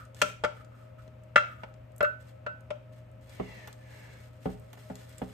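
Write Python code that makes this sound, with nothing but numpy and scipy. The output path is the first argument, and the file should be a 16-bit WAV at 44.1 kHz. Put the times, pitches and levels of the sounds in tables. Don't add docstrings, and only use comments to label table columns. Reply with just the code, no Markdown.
import sys
import numpy as np
from scipy import signal
from scipy.fft import rfft, irfft, next_fast_len
from scipy.io import wavfile

SR = 44100
rng = np.random.default_rng(int(sys.argv[2]) if len(sys.argv) > 2 else 0)


def bounce(signal):
    frames = np.transpose(np.atleast_2d(signal))
    limited = np.clip(frames, -1, 1)
    pcm = np.round(limited * 32767).astype(np.int16)
    wavfile.write(sys.argv[1], SR, pcm)


N = 235048
TIME = np.arange(N) / SR
BLOW_TIME = TIME[:SR // 2]

# frequency_hz, correlation
STEREO_LIKENESS = [(30, 0.75), (150, 0.99), (300, 0.457), (600, 0.17), (1500, 0.319), (5000, 0.13),
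                   (9000, 0.97), (14000, 0.6)]
# pitch_hz, level_db
HUM_PARTIALS = [(60.5, -72.5), (118.7, -51.5)]
# frequency_hz, density_db
ROOM_SPECTRUM = [(20, -21.5), (30, -17), (42, -7.5), (62, -0.5), (90, 2.5), (160, -7), (260, -8),
                 (370, -17), (800, -19.5), (1500, -23.5), (2600, -26.5), (4000, -38.5), (6500, -44.5),
                 (13500, -45.5)]
# pitch_hz, width_hz, level_db
POT_AIR_MODES = [(532, 18, -63.5), (624.5, 4, -60.5), (1292, 24, -73)]
# frequency_hz, density_db
NEAR_SPECTRUM = [(60, -13), (300, 1), (1500, -4), (5000, -5), (14000, -12)]
# frequency_hz, t60_s
ROOM_DECAY = [(100, 0.5), (500, .4), (1500, 0.3), (4000, 0.47), (8000, 0.2), (15000, 0.48)]

# start_s, length_s, level_db
DRAGS_AND_MURMURS = [(-.02, 0.018, -49), (.565, 0.039, -52.5), (.69, .18, -64.5), (.98, 0.016, -60),
                     (1.42, 0.2, -55.5), (1.63, 0.057, -60.5)]
# frequency_hz, density_db
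MURMUR_SPECTRUM = [(500, -24), (1000, -27), (1250, 5.5), (1340, 5), (1480, -3), (1900, -16), (2700, -20.5),
                   (4500, -32)]
# start_s, peak_s, end_s, level_db
SLIDE_STROKES = [(3.249, 3.585, 3.762, -53.5), (3.74, 4.047, 4.3, -57.5)]
# pitch_ratio, level_db
SLIDE_RESONANCES = [(1.0, 6.5), (1.179, -10), (1.37, 1), (1.68, -6)]
# frequency_hz, density_db
SLIDE_SPECTRUM = [(900, -0.5), (1500, -8), (2100, 3.5), (3200, -11), (4200, -10), (5200, -14), (6300, -14),
                  (9000, -20.5), (14000, -25)]

# start_s, length_s, level_db
PULP_STROKES = [(-.02, 0.047, -63.5), (.14, 0.16, -58.5), (.5, 0.11, -71), (.74, 0.1, -72.5),
                (.98, 0.075, -72), (2.19, .11, -68.5), (2.915, 0.072, -68), (3.26, 0.11, -65.5),
                (3.33, 0.275, -71), (3.86, 0.39, -64.5), (4.41, 0.12, -62), (4.72, 0.2, -66),
                (4.91, 0.47, -62)]
# frequency_hz, density_db
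SQUELCH_SPECTRUM = [(700, -2.5), (1500, 5.5), (2800, 1.5), (4000, -1), (6000, -4.5), (8500, -2.5),
                    (12500, -6.5), (15000, -7.5)]
# start_s, level_db, tilt_db_per_octave
WET_CLICKS = [(0.052, -42, 6), (0.1460, -36.5, -1), (0.647, -44, -2.5), (1.078, -36, -7), (1.236, -49, 6.5),
              (1.740, -45, -4), (1.919, -51.5, 7), (1.962, -33, 16), (1.981, -25, 20), (2.029, -24.5, 10),
              (2.607, -48, 3), (3.115, -50, 14), (3.295, -40, 2), (3.349, -39, 15), (3.674, -28.5, -5),
              (3.728, -34.5, 0), (4.597, -35.5, 19), (4.731, -38, 2.5), (4.955, -31, -0.5),
              (5.094, -31, 19), (5.1819, -32, 7)]
# frequency_hz, density_db
SNAP_SPECTRUM = [(300, -9.5), (1200, -4), (4000, -1), (8500, 3), (14000, -11.5)]

# start_s, ring_db, thump_db, tilt_db_per_octave
POT_BUMPS = [(0.2170, -42, -33, 0), (0.4389, -50, -32.5, -3), (3.398, -36, -25.5, -1.5),
             (3.6757, -67, -40, 7), (4.456, -31, -26, -0.5), (4.489, -60, -36.5, -3.5),
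             (4.7300, -78, -43, 6.5), (4.7721, -61.5, -49.5, 3.5), (4.8995, -41.5, -36.5, -0.5),
             (5.217, -38, -28, 0)]
# pitch_hz, level_db, t60_s
POT_MODES = [(57.3, -8.5, 0.65), (149, 4, 0.093), (188.8, 0, 0.2), (260.2, 1, 0.15), (318.6, -10.5, 0.098),
             (383.6, -10.5, 0.047), (427, -10.5, 0.32), (578, 3, 0.056), (656, -20.5, .12),
             (785.4, -0.5, 0.13), (1060, -10, 0.036), (1470, -11, 0.065)]
# frequency_hz, density_db
THUMP_SPECTRUM = [(50, -7.5), (150, -4), (400, 3.5), (750, -2), (1100, -8), (1600, -15.5), (3000, -23.5),
                  (6000, -48), (14000, -41.5)]

# start_s, spoon_db, glass_db, hollow_db, crack_db, crack_tilt_db_per_octave,
# rebound_gap_s, rebound_db
BOWL_KNOCKS = [(0.2160, -14.5, -37, -22.5, -13, 3.5, .0037, -10),
               (0.4372, -24, -47, -21.5, -17.5, -3, .0080, 5.5),
               (1.3585, -6.5, -23.5, -22, -13, -1.5, 0.019, -8.5),
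               (1.6335, -45.5, -58.5, -63, -28.5, -5.5, .004, -22),
               (2.0060, -19.5, -30.5, -22.5, -21, -4.5, 0.0029, -31),
               (2.0266, -34, -23.5, -19, -37.5, -3.5, .0180, 13.5),
               (2.4635, -31, -34, -34, -29.5, -4.5, 0.0037, -8),
               (2.7040, -38.5, -55, -29, -27.5, -3.5, 0.0036, -13)]
# pitch_hz, level_db, t60_s
SPOON_MODES = [(802.6, -37, 0.099), (1174, -14, 0.04), (1262, -10, 0.045), (1374.5, 0.5, 0.059),
               (1423, 6.5, 0.018), (1765, -8.5, 0.018), (1864, -13.5, 0.025), (2050, -12.5, 0.031),
               (2284, -18.5, 0.083), (2550, -24, 0.05), (2745, -17.5, .045), (3320, -28, .04),
               (5660, -35, 0.017), (6635, -36.5, 0.025)]
# pitch_hz, level_db, t60_s
GLASS_MODES = [(1271, -13, .25), (1377, -17, .2), (1462, 0, .3), (1790, -17, .16), (1958, -18, .16),
               (2597, -19, .22), (2723, -23, .18), (3620, -27, .14), (4060, -26, .14)]
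# time_s, pitch_ratio
GRIP_TUNING = [(.2, 1.02), (1.36, 1.0), (2.0, 1.03)]
# pitch_hz, level_db, t60_s
HOLLOW_MODES = [(480, -13, .06), (596, -3, .07), (624, -1, .14)]
# frequency_hz, density_db
CRACK_SPECTRUM = [(60, -20), (200, -9), (350, -23), (560, 4), (720, 0.5), (1050, 0), (1600, -11),
                  (2500, -2), (4000, -13), (8000, -19), (13000, -34.5)]


def from_db(db):
    return 10 ** (np.asarray(db) / 20)


def unit_rms(x):
    return x / np.sqrt(np.mean(x ** 2) + 1e-20)


def at_hz(points, hz):
    table_hz, values = np.transpose(points)
    return np.interp(np.log(hz + 1), np.log(table_hz), values)


def drift(rate_hz):
    hz = np.fft.rfftfreq(N, 1 / SR)
    return unit_rms(irfft(rfft(rng.standard_normal(N)) / (1 + (hz / rate_hz) ** 4), N))


def coloured(white, spectrum, tilt=0):
    size = next_fast_len(white.shape[1])
    hz = np.fft.rfftfreq(size, 1 / SR)
    alike = at_hz(STEREO_LIKENESS, hz)
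    octaves = np.log2(np.maximum(hz, 100) / 1000)
    mid, side = rfft(white, size) * from_db(at_hz(spectrum, hz) + tilt * octaves)
    pair = np.sqrt(1 + alike) * mid + np.sqrt(1 - alike) * side * [[1], [-1]]
    return unit_rms(irfft(pair, size)[:, :white.shape[1]])


def noise(spectrum):
    return coloured(rng.standard_normal((2, N)), spectrum)


def panned(x, left_db):
    return x * from_db([[left_db / 2], [-left_db / 2]])


def add(out, start_s, sound):
    start = max(round(start_s * SR), 0)
    out[:, start:start + sound.shape[1]] += sound[:, :N - start]


def fade(t60_s, rise_s):
    return (1 - np.exp(-BLOW_TIME / rise_s)) * np.exp(-np.log(1000) * BLOW_TIME / t60_s)


def ring(modes, tuning, tilt, rise_s, left_lag_s):
    out = np.zeros((2, len(BLOW_TIME)))
    stereo_time = BLOW_TIME - [[left_lag_s], [0]]
    for k, (hz, db, t60_s) in enumerate(modes):
        gain = (-1) ** k * from_db(db + tilt * np.log2(hz / modes[2][0]))
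        out += gain * fade(t60_s, rise_s) * np.sin(2 * np.pi * hz * tuning * stereo_time)
    return out


def burst(spectrum, tilt, t60_s, rise_s):
    return coloured(rng.standard_normal((2, len(BLOW_TIME))), spectrum, tilt) * fade(t60_s, rise_s)


def envelope(rows, attack_share=0.17, release_s=0.03):
    gain = 0
    for start_s, length_s, db in rows:
        attack = np.clip((TIME - start_s) / (attack_share * length_s), 0, 1)
        release = np.exp(-np.maximum(TIME - start_s - length_s, 0) / release_s)
        gain = np.maximum(gain, from_db(db) * attack * release)
    return gain


def room_tone(level_db=-56):
    return from_db(level_db) * noise(ROOM_SPECTRUM)


def appliance_hum(wander_hz=0.5):
    hum = 0
    for hz, db in HUM_PARTIALS:
        phase = 2 * np.pi * np.cumsum(hz + wander_hz * drift(4)) / SR
        hum += from_db(db) * np.sqrt(2) * np.sin(phase)
    return hum


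def pot_air():
    out = 0
    for hz, width_hz, db in POT_AIR_MODES:
        b, a = signal.iirpeak(hz, hz / width_hz, fs=SR)
        out += from_db(db) * unit_rms(signal.lfilter(b, a, noise(ROOM_SPECTRUM)))
    return out


def kitchen_reflections(direct, near_db=-5.5, far_db=-11.5, build_up_s=0.0074):
    edges_hz = np.geomspace(60, 16000, 9)
    white = rng.standard_normal((2, 2, len(BLOW_TIME)))
    tail = 0
    for k, (low, high) in enumerate(zip(edges_hz, edges_hz[1:])):
        band = signal.sosfilt(signal.butter(2, [low, high], "band", fs=SR, output="sos"), white[k % 2])
        tail += band * fade(at_hz(ROOM_DECAY, np.sqrt(low * high)), build_up_s)
    near = burst(NEAR_SPECTRUM, tilt=0, t60_s=0.05, rise_s=0.00076)
    response = from_db(near_db) * unit_rms(near) + from_db(far_db) * unit_rms(tail)
    return signal.fftconvolve(direct, response / np.sqrt(len(BLOW_TIME)), axes=1)[:, :N]


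def drags_and_murmurs(unevenness_db=4.0):
    return noise(MURMUR_SPECTRUM) * envelope(DRAGS_AND_MURMURS) * from_db(unevenness_db * drift(25))


def spoon_slides(start_hz=2600, end_hz=1576, sink_s=0.28, width_hz=100, side_db=2.5, tone_share=0.4):
    elapsed_s = np.maximum(TIME - SLIDE_STROKES[0][0], 0)
    lowest_hz = end_hz + (start_hz - end_hz) * np.exp(-elapsed_s / sink_s)
    phase = 2 * np.pi * np.cumsum(lowest_hz) / SR
    tones = 0
    for ratio, db in SLIDE_RESONANCES:
        mid = drift(width_hz) * np.cos(ratio * phase) + drift(width_hz) * np.sin(ratio * phase)
        side = from_db(side_db) * drift(width_hz) * np.cos(ratio * phase)
        tones += from_db(db) * (mid + side * [[1], [-1]])
    swish = np.sqrt(tone_share) * unit_rms(tones) + np.sqrt(1 - tone_share) * noise(SLIDE_SPECTRUM)
    swell = 0
    for *times_s, db in SLIDE_STROKES:
        swell += from_db(db) * np.sin(np.interp(TIME, times_s, [0, np.pi / 2, np.pi]))
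    return swish * swell


def pulp_squelch(pops_per_s=1400, clump_db=4.0, spread_db=2.0, gain_db=0.5, settle_from_s=3.21):
    pops = rng.random((2, N)) < pops_per_s * from_db(clump_db * drift(22)) / SR
    sizes = from_db(spread_db * np.minimum(rng.exponential(1, (2, N)), 5))
    signs = rng.choice([-1, 1], (2, N))
    crackle = from_db(gain_db) * coloured(pops * sizes * signs, SQUELCH_SPECTRUM)
    settling = from_db(-71) * (TIME > settle_from_s)
    return crackle * np.hypot(envelope(PULP_STROKES), settling)


def wet_clicks():
    out = np.zeros((2, N))
    for start_s, db, tilt in WET_CLICKS:
        add(out, start_s, from_db(db) * burst(SNAP_SPECTRUM, tilt, t60_s=0.0066, rise_s=0.00084))
    return out


def pot_thuds():
    out = np.zeros((2, N))
    for start_s, ring_db, thump_db, tilt in POT_BUMPS:
        body = ring(POT_MODES, tuning=0.98, tilt=tilt, rise_s=0.00032, left_lag_s=0.00017)
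        thump = burst(THUMP_SPECTRUM, tilt, t60_s=0.048, rise_s=0.0005)
        add(out, start_s, from_db(ring_db) * body + from_db(thump_db) * thump)
    return panned(out, left_db=-0.9)


def contact_crack(level_db, tilt):
    return from_db(level_db) * burst(CRACK_SPECTRUM, tilt, t60_s=0.031, rise_s=0.0013)


def bowl_knocks(normal_blow_db=-19, tilt_per_db=0.34, gap_share=0.41, bounce_loss_db=14):
    out = np.zeros((2, N))
    hollow = ring(HOLLOW_MODES, tuning=0.96, tilt=0, rise_s=0.00075, left_lag_s=0.0001)
    hollow = panned(hollow, left_db=1.5)
    for start_s, spoon_db, glass_db, hollow_db, crack_db, crack_tilt, gap_s, rebound_db in BOWL_KNOCKS:
        grip_tuning = np.interp(start_s, *np.transpose(GRIP_TUNING))
        tilt = tilt_per_db * (spoon_db - normal_blow_db)
        spoon = ring(SPOON_MODES, tuning=0.98, tilt=tilt, rise_s=0.0008, left_lag_s=0.00004)
        spoon *= from_db(spoon_db)
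        glass = ring(GLASS_MODES, grip_tuning, tilt, rise_s=0.00075, left_lag_s=0.00024)
        bowl = from_db(glass_db) * glass + from_db(hollow_db) * hollow
        add(out, start_s, spoon + bowl + contact_crack(crack_db, crack_tilt))
        for k in range(2):
            start_s += gap_s * gap_share ** k
            crack = contact_crack(crack_db - 12, crack_tilt + 2.5)
            add(out, start_s, from_db(rebound_db - bounce_loss_db * k) * (spoon + crack))
    return panned(out, left_db=1.05)


def scene():
    direct = bowl_knocks() + pot_thuds() + wet_clicks() + pulp_squelch()
    direct += drags_and_murmurs() + spoon_slides()
    reflections = kitchen_reflections(direct)
    background = panned(appliance_hum() + pot_air() + room_tone(), left_db=2.0)
    return direct + reflections + background


def record(dry, port_hz=10400, port_width_hz=2200, low_cut_hz=40, high_cut_hz=14300):
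    b, a = signal.iirnotch(port_hz, port_hz / port_width_hz, fs=SR)
    low_cut = signal.butter(3, low_cut_hz, "high", fs=SR, output="sos")
    high_cut = signal.ellip(10, 0.2, 80, high_cut_hz, fs=SR, output="sos")
    notched = signal.lfilter(b, a, dry)
    return signal.sosfilt(high_cut, signal.sosfilt(low_cut, notched))


dry = scene()
out = record(dry)
bounce(out)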